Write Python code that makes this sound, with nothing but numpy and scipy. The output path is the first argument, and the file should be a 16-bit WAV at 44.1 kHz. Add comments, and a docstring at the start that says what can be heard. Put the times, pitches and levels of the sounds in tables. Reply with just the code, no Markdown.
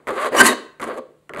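"""Sharpening a saw by hand

A hand file sharpens a saw clamped in a wooden vice, close by in a small workshop.
It is drawn lightly back, pushed hard through the tooth with a short squeal, drawn back and set down once more.
Each ridge of the file pushes the tooth: slow ridges tick singly, fast ones blur into a rasp.
Blade and vice ring with these pushes, torn grit hisses on top, and noise and gliding tones make the rest.
"""
import sys
import numpy as np
from scipy import signal
from scipy.fft import rfft, irfft, next_fast_len
from scipy.io import wavfile
from scipy.ndimage import map_coordinates

SR = 44100
rng = np.random.default_rng(int(sys.argv[2]) if len(sys.argv) > 2 else 0)


def generate_wav(sig):
    """Save sig (samples, or channels by samples) to the path in sys.argv[1] as 16-bit PCM at SR."""
    pcm = np.round(np.clip(np.atleast_2d(sig).T, -1, 1) * 32767).astype(np.int16)
    wavfile.write(sys.argv[1], SR, pcm)


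N = 61739  # length in samples


def amp(db):
    """Turn decibels into a gain."""
    return 10 ** (np.asarray(db) / 20)


def unit(x):
    """Scale a sound to an average (rms) strength of 1."""
    return x / np.sqrt(np.mean(x ** 2) + 1e-20)


def clock():
    """Give the time of each sample in seconds."""
    return np.arange(N) / SR


def along(points, hz):
    """Read a curve of (f/Hz, value) points, spaced by pitch as the ear hears it."""
    f, value = np.transpose(points)
    return np.interp(np.log(hz + 1), np.log(f + 1), value)


def wobble(rate):
    """Make a smooth random curve with this many random points a second."""
    return map_coordinates(rng.standard_normal(N // 8), [clock() * rate], mode="wrap")


def convolve(x, response):
    """Let every sample of x set off the given response."""
    return signal.fftconvolve(x, response)[:N]


def colour(points, size=8192):
    """Make a filter of energy 1 with the given spectrum, which never sounds before it is struck."""
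    db = np.maximum(along(points, np.fft.rfftfreq(size, 1 / SR)), -100)
    # folding the cepstrum forward in time gives the minimum-phase filter
    cepstrum = irfft(np.log(amp(db)))
    cepstrum[1:size // 2] *= 2
    cepstrum[size // 2 + 1:] = 0
    h = irfft(np.exp(rfft(cepstrum)))
    return h / np.linalg.norm(h)


def dying_noise(shape, t60s):
    """Make a burst of noise of energy 1 in which each frequency dies at its own speed."""
    hz, t, z = signal.stft(rng.standard_normal(SR * 3 // 4), SR, nperseg=256)
    start_db = along(shape, hz)[:, None]
    t60 = along(t60s, hz)[:, None]
    tail = signal.istft(z * amp(start_db - 60 * t / t60), SR, nperseg=256)[1]
    return tail / np.linalg.norm(tail)


EDGE_DB_PER_S = 2483  # how fast contact is made and lost


def stroke_gain(strokes, axis):
    """Follow one level column through the strokes, falling away quickly outside each."""
    t, gain = clock(), np.zeros(N)
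    for rows in strokes:
        s, db = np.transpose(rows)[[0, axis]]
        outside = abs(t - np.clip(t, s[0], s[-1]))
        gain += amp(np.interp(t, s, db) - EDGE_DB_PER_S * outside)
    return gain


# colour of the still air: f/Hz, relative level/dB
AIR_COLOUR = [(25, -19.5), (60, -7.5), (130, -6.5), (220, -3.5), (450, -8.5), (1000, -16.5), (4000, -25),
              (5400, -33), (8000, -25.5), (15000, -37.5)]
# colour of the wooden vice, also heard in the rasp: f/Hz, relative level/dB
VICE_COLOUR = [(20, -57), (60, -23), (190, -19.5), (222, -6), (290, -5), (370, 1), (500, 0.5), (620, 1),
               (760, -6), (1000, -18.5), (2500, -61.5)]
# colour of the lightly stroked blade, also heard in the rasp: f/Hz, relative level/dB
BLADE_LIGHT_COLOUR = [(300, -43.5), (700, -9), (900, -6.5), (1120, 5.5), (1400, -2.5), (2000, -5),
                      (2500, -13.5), (3200, -16.5), (4700, -23), (5500, -47)]
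AIR_DB = -65
HUM_DB, HUM_HZ = -69, 150.5
LINGER_DB, LINGER_DB_PER_S = -52, 93.5  # start level and fall of the earlier stroke's echo


def background():
    """Coloured noise for still air, a sine for a faint hum, fading noise for an earlier stroke's echo."""
    t = clock()
    air = amp(AIR_DB) * unit(convolve(rng.standard_normal(N), colour(AIR_COLOUR)))
    saw_colour = colour(VICE_COLOUR) + colour(BLADE_LIGHT_COLOUR) / 2
    echo = unit(convolve(rng.standard_normal(N), saw_colour))
    linger = amp(LINGER_DB - LINGER_DB_PER_S * t) * echo
    hum = amp(HUM_DB) * unit(np.sin(2 * np.pi * HUM_HZ * t))
    return air + linger + hum


# single ridges catch on the tooth: t/s, click relative level/dB, knock relative level/dB
CATCHES = [(0.071, -34, -24), (0.0759, -31, -24), (0.0854, -30.5, -22), (0.0917, -28, -27.5),
           (0.106, -32, -38), (0.2704, -52, -39), (0.2804, -32, -38), (0.2881, -33, -31),
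           (0.7978, -39.5, -29), (0.8026, -34, -27.5), (0.8142, -33, -32), (0.818, -25.5, -28.5),
           (0.8284, -27, -32), (0.8339, -28.5, -40.5), (0.8406, -21.5, -26), (1.294, -39, -29),
           (1.3361, -38, -27.5), (1.3475, -36, -29.5), (1.3619, -38, -27.5), (1.3719, -33, -28.5),
           (1.3795, -52, -37), (1.3851, -36, -29.5), (1.3954, -41, -29)]
# colour of the knock: f/Hz, relative level/dB
KNOCK_COLOUR = [(25, -33.5), (60, -18), (190, -13.5), (260, -5), (540, 3), (800, -6.5), (1250, 1.5),
                (1600, -7.5), (2100, -8), (2700, -14), (4500, -24), (5500, -40)]
# how the knock dies: f/Hz, time to fall 60 dB t60/s
KNOCK_DIES = [(150, 0.39), (450, 0.23), (800, 0.023), (1300, 0.18), (2200, 0.019), (5000, 0.023)]
# colour of grit torn off the tooth, for clicks and rasp: f/Hz, relative level/dB
GRIT_COLOUR = [(1500, -22), (2800, -1), (4400, -4.5), (5350, -9.5), (6500, -1.5), (7800, 1.5), (10300, 0),
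               (12500, -9), (15500, -21)]
CLICK_DB, KNOCK_DB, CHIRP_DB = -8, 23.5, .5  # added to the levels of each catch
CLICK_T60, CHIRP_T60 = 0.013, 0.019  # seconds to fall 60 dB
CHIRP_HZ, CHIRP_END_HZ = 2320, 1089  # typical start and end; each catch varies a little
CHIRP_FALL_S, CHIRP_ATTACK_S = 0.0072, .0006


def catches():
    """A ridge snaps off the tooth: a bright click, a falling chirp in the blade and a knock in the vice."""
    t = np.arange(SR // 10) / SR
    clicks, knocks = np.zeros((2, N + SR))
    for s, click_db, knock_db in CATCHES:
        at = round(s * SR)
        glide = CHIRP_END_HZ + (CHIRP_HZ - CHIRP_END_HZ) * np.exp(-t / CHIRP_FALL_S)
        hz = glide * rng.normal(1, 0.034)
        envelope = amp(CHIRP_DB - 60 * t / CHIRP_T60) * (1 - np.exp(-t / CHIRP_ATTACK_S))
        chirp = envelope * np.sin(2 * np.pi * np.cumsum(hz) / SR)
        knock = amp(KNOCK_DB) * dying_noise(KNOCK_COLOUR, KNOCK_DIES)
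        knock[:len(t)] += chirp
        knocks[at:at + len(knock)] += amp(knock_db) * knock
        click_gain = amp(click_db + CLICK_DB - 60 * t / CLICK_T60)
        clicks[at:at + len(t)] += click_gain * rng.standard_normal(len(t))
    return convolve(clicks, colour(GRIT_COLOUR)) + knocks[:N]


# speed of the file: t/s, ridges per second
SPEED = [(.07, 155), (.12, 360), (.18, 536), (0.246, 645), (.27, 580), (0.296, 470), (.32, 404), (.34, 600),
         (.355, 650), (.385, 1340), (.42, 1560), (.475, 2100), (.535, 1650), (.81, 170), (.85, 230),
         (.89, 399), (.91, 537), (0.951, 310), (.985, 549), (1.0, 507), (1.375, 170), (1.4, 260)]


def ridge_rate():
    """Count the ridges passing the tooth each second: a faster file passes more."""
    return np.interp(clock(), *np.transpose(SPEED))


JITTER = .13  # typical timing error, as a share of the time between ridges
SCATTER_DB = 2.5  # typical difference in strength between ridges
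GRIT_DECAY = 1.5  # each puff of grit fades by exp(-1.5) before the next


def ridges():
    """Each ridge gives the tooth one uneven push, and a puff of grit that fades towards the next."""
    rate = ridge_rate()
    turns = np.cumsum(rate) / SR  # ridges passed so far
    count = np.arange(int(turns[-1]))
    chance = rng.standard_normal((len(count), 2))
    at = np.clip(np.searchsorted(turns, count + JITTER * chance[:, 0]), 0, N - 1)
    sizes = amp(SCATTER_DB * chance[:, 1])
    pushes = np.bincount(at, sizes, N) / np.sqrt(rate)
    steady = sizes.mean() * np.sqrt(rate) / SR  # the constant part of the push, removed below
    size_now = sizes[np.minimum(turns.astype(int), len(count) - 1)]
    gate = np.exp(-GRIT_DECAY * (turns % 1)) * size_now
    return unit(pushes - steady), unit(gate)


# ringing modes of blade and vice: f/Hz, relative level/dB, time to fall 60 dB t60/s
SAW_MODES = [(239.7, -12.5, 0.2), (245.2, -10.5, .12), (323, -7, 0.18), (375, -3.5, 0.053),
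             (490.4, -1, .09), (584, -3, .09), (1089, 1, .13), (1164, 4, .08), (1297, -7, .05),
             (1566, 5, 0.22), (1940, -2.5, 0.087), (2250, -8, .05)]
RING_DB = -55  # ringing against the push itself, before each mode's own level


def saw_response(points):
    """A push on the tooth gives a broad answer and sets off the fading modes of blade and vice."""
    t = np.arange(SR // 3) / SR
    ring = np.zeros(len(t))
    for hz, db, t60 in SAW_MODES:
        ring += amp(RING_DB + db - 60 * t / t60) * np.cos(2 * np.pi * hz * t)
    ring[0] += 1  # the push itself
    h = signal.fftconvolve(ring, colour(points))
    return h / np.linalg.norm(h)


# light strokes, one list each: t/s, relative level/dB of the vice, of the blade, of the treble grit
DRAWS = [
    [(0.078, -34.5, -33.5, -42), (0.088, -26, -23.5, -51), (0.128, -28, -34, -49.5),
     (0.17, -29, -27.5, -46), (0.182, -25, -19, -45.5), (0.2, -29, -23, -40), (0.27, -22.5, -19.5, -37.5),
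     (0.29, -25.5, -37, -58)],
    [(0.815, -38.5, -37, -43), (0.827, -30.5, -23.5, -52.5), (0.841, -42.5, -31.5, -45),
     (0.857, -37.5, -31, -50.5), (0.881, -26.5, -33.5, -47), (0.907, -27.5, -28, -55),
     (0.961, -33.5, -41, -58), (0.983, -29, -31.5, -44.5), (0.995, -23, -39, -64)],
    [(1.376, -42.5, -31, -59), (1.39, -24.5, -33, -57), (1.4, -48, -34.5, -35)],
]
# the cutting stroke: t/s, relative level/dB of the vice, of the blade, of the treble grit
CUT = [
    [(0.32, -26, -37, -47.5), (0.35, -17, -23.5, -34.5), (0.388, -21.5, -17.5, -18),
     (0.412, -15, -9.5, -9.5), (0.426, -20.5, -18, -34.5), (0.44, -19, -20.5, -23),
     (0.464, -22.5, -17, -10.5), (0.535, -23, -27, -38)],
]
# colour of the hard-pressed blade: f/Hz, relative level/dB
BLADE_HARD_COLOUR = [(300, -32.5), (700, -11.5), (900, -2), (1090, 5.5), (1400, -6), (1850, 1.5),
                     (2350, -9), (2900, -8), (3400, -24.5), (4700, -14.5), (5500, -40.5)]
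# added to the stroke levels
DRAW_VICE_DB, DRAW_BLADE_DB, DRAW_GRIT_DB = -2, -2, -2.5
CUT_VICE_DB, CUT_BLADE_DB, CUT_GRIT_DB = 0.5, 2, -3.5
ROUGH = 0.29  # share of noise in the light strokes


def rasp():
    """The ridges drive vice and blade and tear off grit, lightly on the draws and hard on the cut."""
    noise = rng.standard_normal((2, N))
    pushes, gate = ridges()
    scrape = gate * noise[0]
    stroking = np.sqrt(1 - ROUGH) * pushes + np.sqrt(ROUGH) * scrape
    cutting = unit(pushes / 2 + scrape)

    vice = amp(DRAW_VICE_DB) * stroke_gain(DRAWS, axis=1) * stroking
    vice += amp(CUT_VICE_DB) * stroke_gain(CUT, axis=1) * cutting
    light = amp(DRAW_BLADE_DB) * stroke_gain(DRAWS, axis=2) * stroking
    hard = amp(CUT_BLADE_DB) * stroke_gain(CUT, axis=2) * cutting
    grit_gain = amp(DRAW_GRIT_DB) * stroke_gain(DRAWS, axis=3)
    grit_gain += amp(CUT_GRIT_DB) * stroke_gain(CUT, axis=3)
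    grit = gate * noise[1] * grit_gain

    body = convolve(vice, saw_response(VICE_COLOUR))
    body += convolve(light, saw_response(BLADE_LIGHT_COLOUR))
    body += convolve(hard, saw_response(BLADE_HARD_COLOUR))
    return body + convolve(grit, colour(GRIT_COLOUR))


# squealing notes, around which pitch and level waver:
# start t/s, length t/s, first f/Hz, last f/Hz, level/dB
SQUEALS = [(0.368, 0.045, 5750, 5850, -29), (0.383, 0.036, 2930, 3044, -20), (0.4, 0.022, 1564, 1541, -8),
           (0.4, .018, 7650, 7620, -21), (.403, 0.017, 9770, 9650, -26), (.432, 0.017, 9840, 8620, -25),
           (0.441, 0.022, 1888, 1954, -24), (0.461, .022, 1046, 1036, -23), (0.463, 0.014, 4140, 4244, -25),
           (0.477, 0.02, 1973, 1870, -18.5), (0.482, 0.027, 3887, 3758, -26.5),
           (.502, .032, 1874, 1814, -32)]
SQUEAL_WAVER = .012  # unsteadiness as a share of the pitch
SQUEAL_EDGE_S, SQUEAL_FLUTTER_DB = 0.004, 2.5


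def squeal():
    """On the cut the tooth sticks and slips, jumping from one short unsteady note to another."""
    t, out = clock(), np.zeros(N)
    for s, length, first_hz, last_hz, db in SQUEALS:
        glide = np.interp(t, [s, s + length], [first_hz, last_hz])
        hz = glide * (1 + SQUEAL_WAVER * wobble(900))
        to_edge = np.minimum(t - s, s + length - t)
        envelope = np.clip(to_edge / SQUEAL_EDGE_S + .5, 0, 1)
        gain = amp(db + SQUEAL_FLUTTER_DB * wobble(300))
        out += envelope * gain * unit(np.sin(2 * np.pi * np.cumsum(hz) / SR))
    return out


# shaking of the vice, one list for the cut and one for the draw after it: t/s, level/dB
SHUDDER = [
    [(.385, -34.5), (.415, -25.5), (.44, -19), (.48, -28.5), (.52, -34)],
    [(.822, -35.5), (.89, -42.5), (.96, -44.5)],
]
# colour of the shaking: f/Hz, relative level/dB
SHUDDER_COLOUR = [(25, -35.5), (55, -24.5), (195, -24), (218, 3), (255, -1), (290, -10), (420, -23.5),
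                  (1000, -70)]


def shudder():
    """The vice shakes under the cut and, more faintly, the draw after it: low noise."""
    shaking = unit(convolve(rng.standard_normal(N), colour(SHUDDER_COLOUR)))
    return shaking * stroke_gain(SHUDDER, axis=1)


# how the room's tail dies: f/Hz, time to fall 60 dB t60/s
ROOM_DIES = [(150, 0.25), (400, 0.45), (1000, 0.5), (3000, .47), (4500, 0.41), (9000, 0.35), (14000, 0.32)]
# colour of the room's tail: f/Hz, relative level/dB
ROOM_COLOUR = [(100, -6), (230, -14.5), (340, 10.5), (520, 1), (750, -4), (1060, -4), (1400, -4),
               (2200, -4.5), (4200, 2.5), (5500, -2), (14000, -13.5)]
ROOM_DB, ROOM_DELAY_S = -15, .006


def workshop(x):
    """The room answers after a short delay with a dense tail, made from dying noise."""
    tail = dying_noise(ROOM_COLOUR, ROOM_DIES)
    return convolve(x, np.pad(tail, (round(ROOM_DELAY_S * SR), 0)))


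def scene():
    """File and saw sound in the room, over its quiet background."""
    filing = catches() + squeal() + rasp() + shudder()
    return (filing + amp(ROOM_DB) * workshop(filing) + background())[None]


LOW_CUT_HZ, TOP_HZ = 33, 15700
CLIP_TOP = 1.03  # ceiling that the loudest peaks bend towards


def record(dry):
    """Thin the deepest bass, round off the loudest peaks and keep nothing above the top frequency."""
    thin = signal.sosfilt(signal.butter(3, LOW_CUT_HZ, "high", fs=SR, output="sos"), dry)
    clipped = thin / (1 + abs(thin / CLIP_TOP) ** 10) ** (1 / 10)
    size = next_fast_len(N + SR // 2)
    keep = np.fft.rfftfreq(size, 1 / SR) < TOP_HZ
    return irfft(rfft(clipped, size) * keep, size)[..., :N]


dry = scene()
out = record(dry)
generate_wav(out)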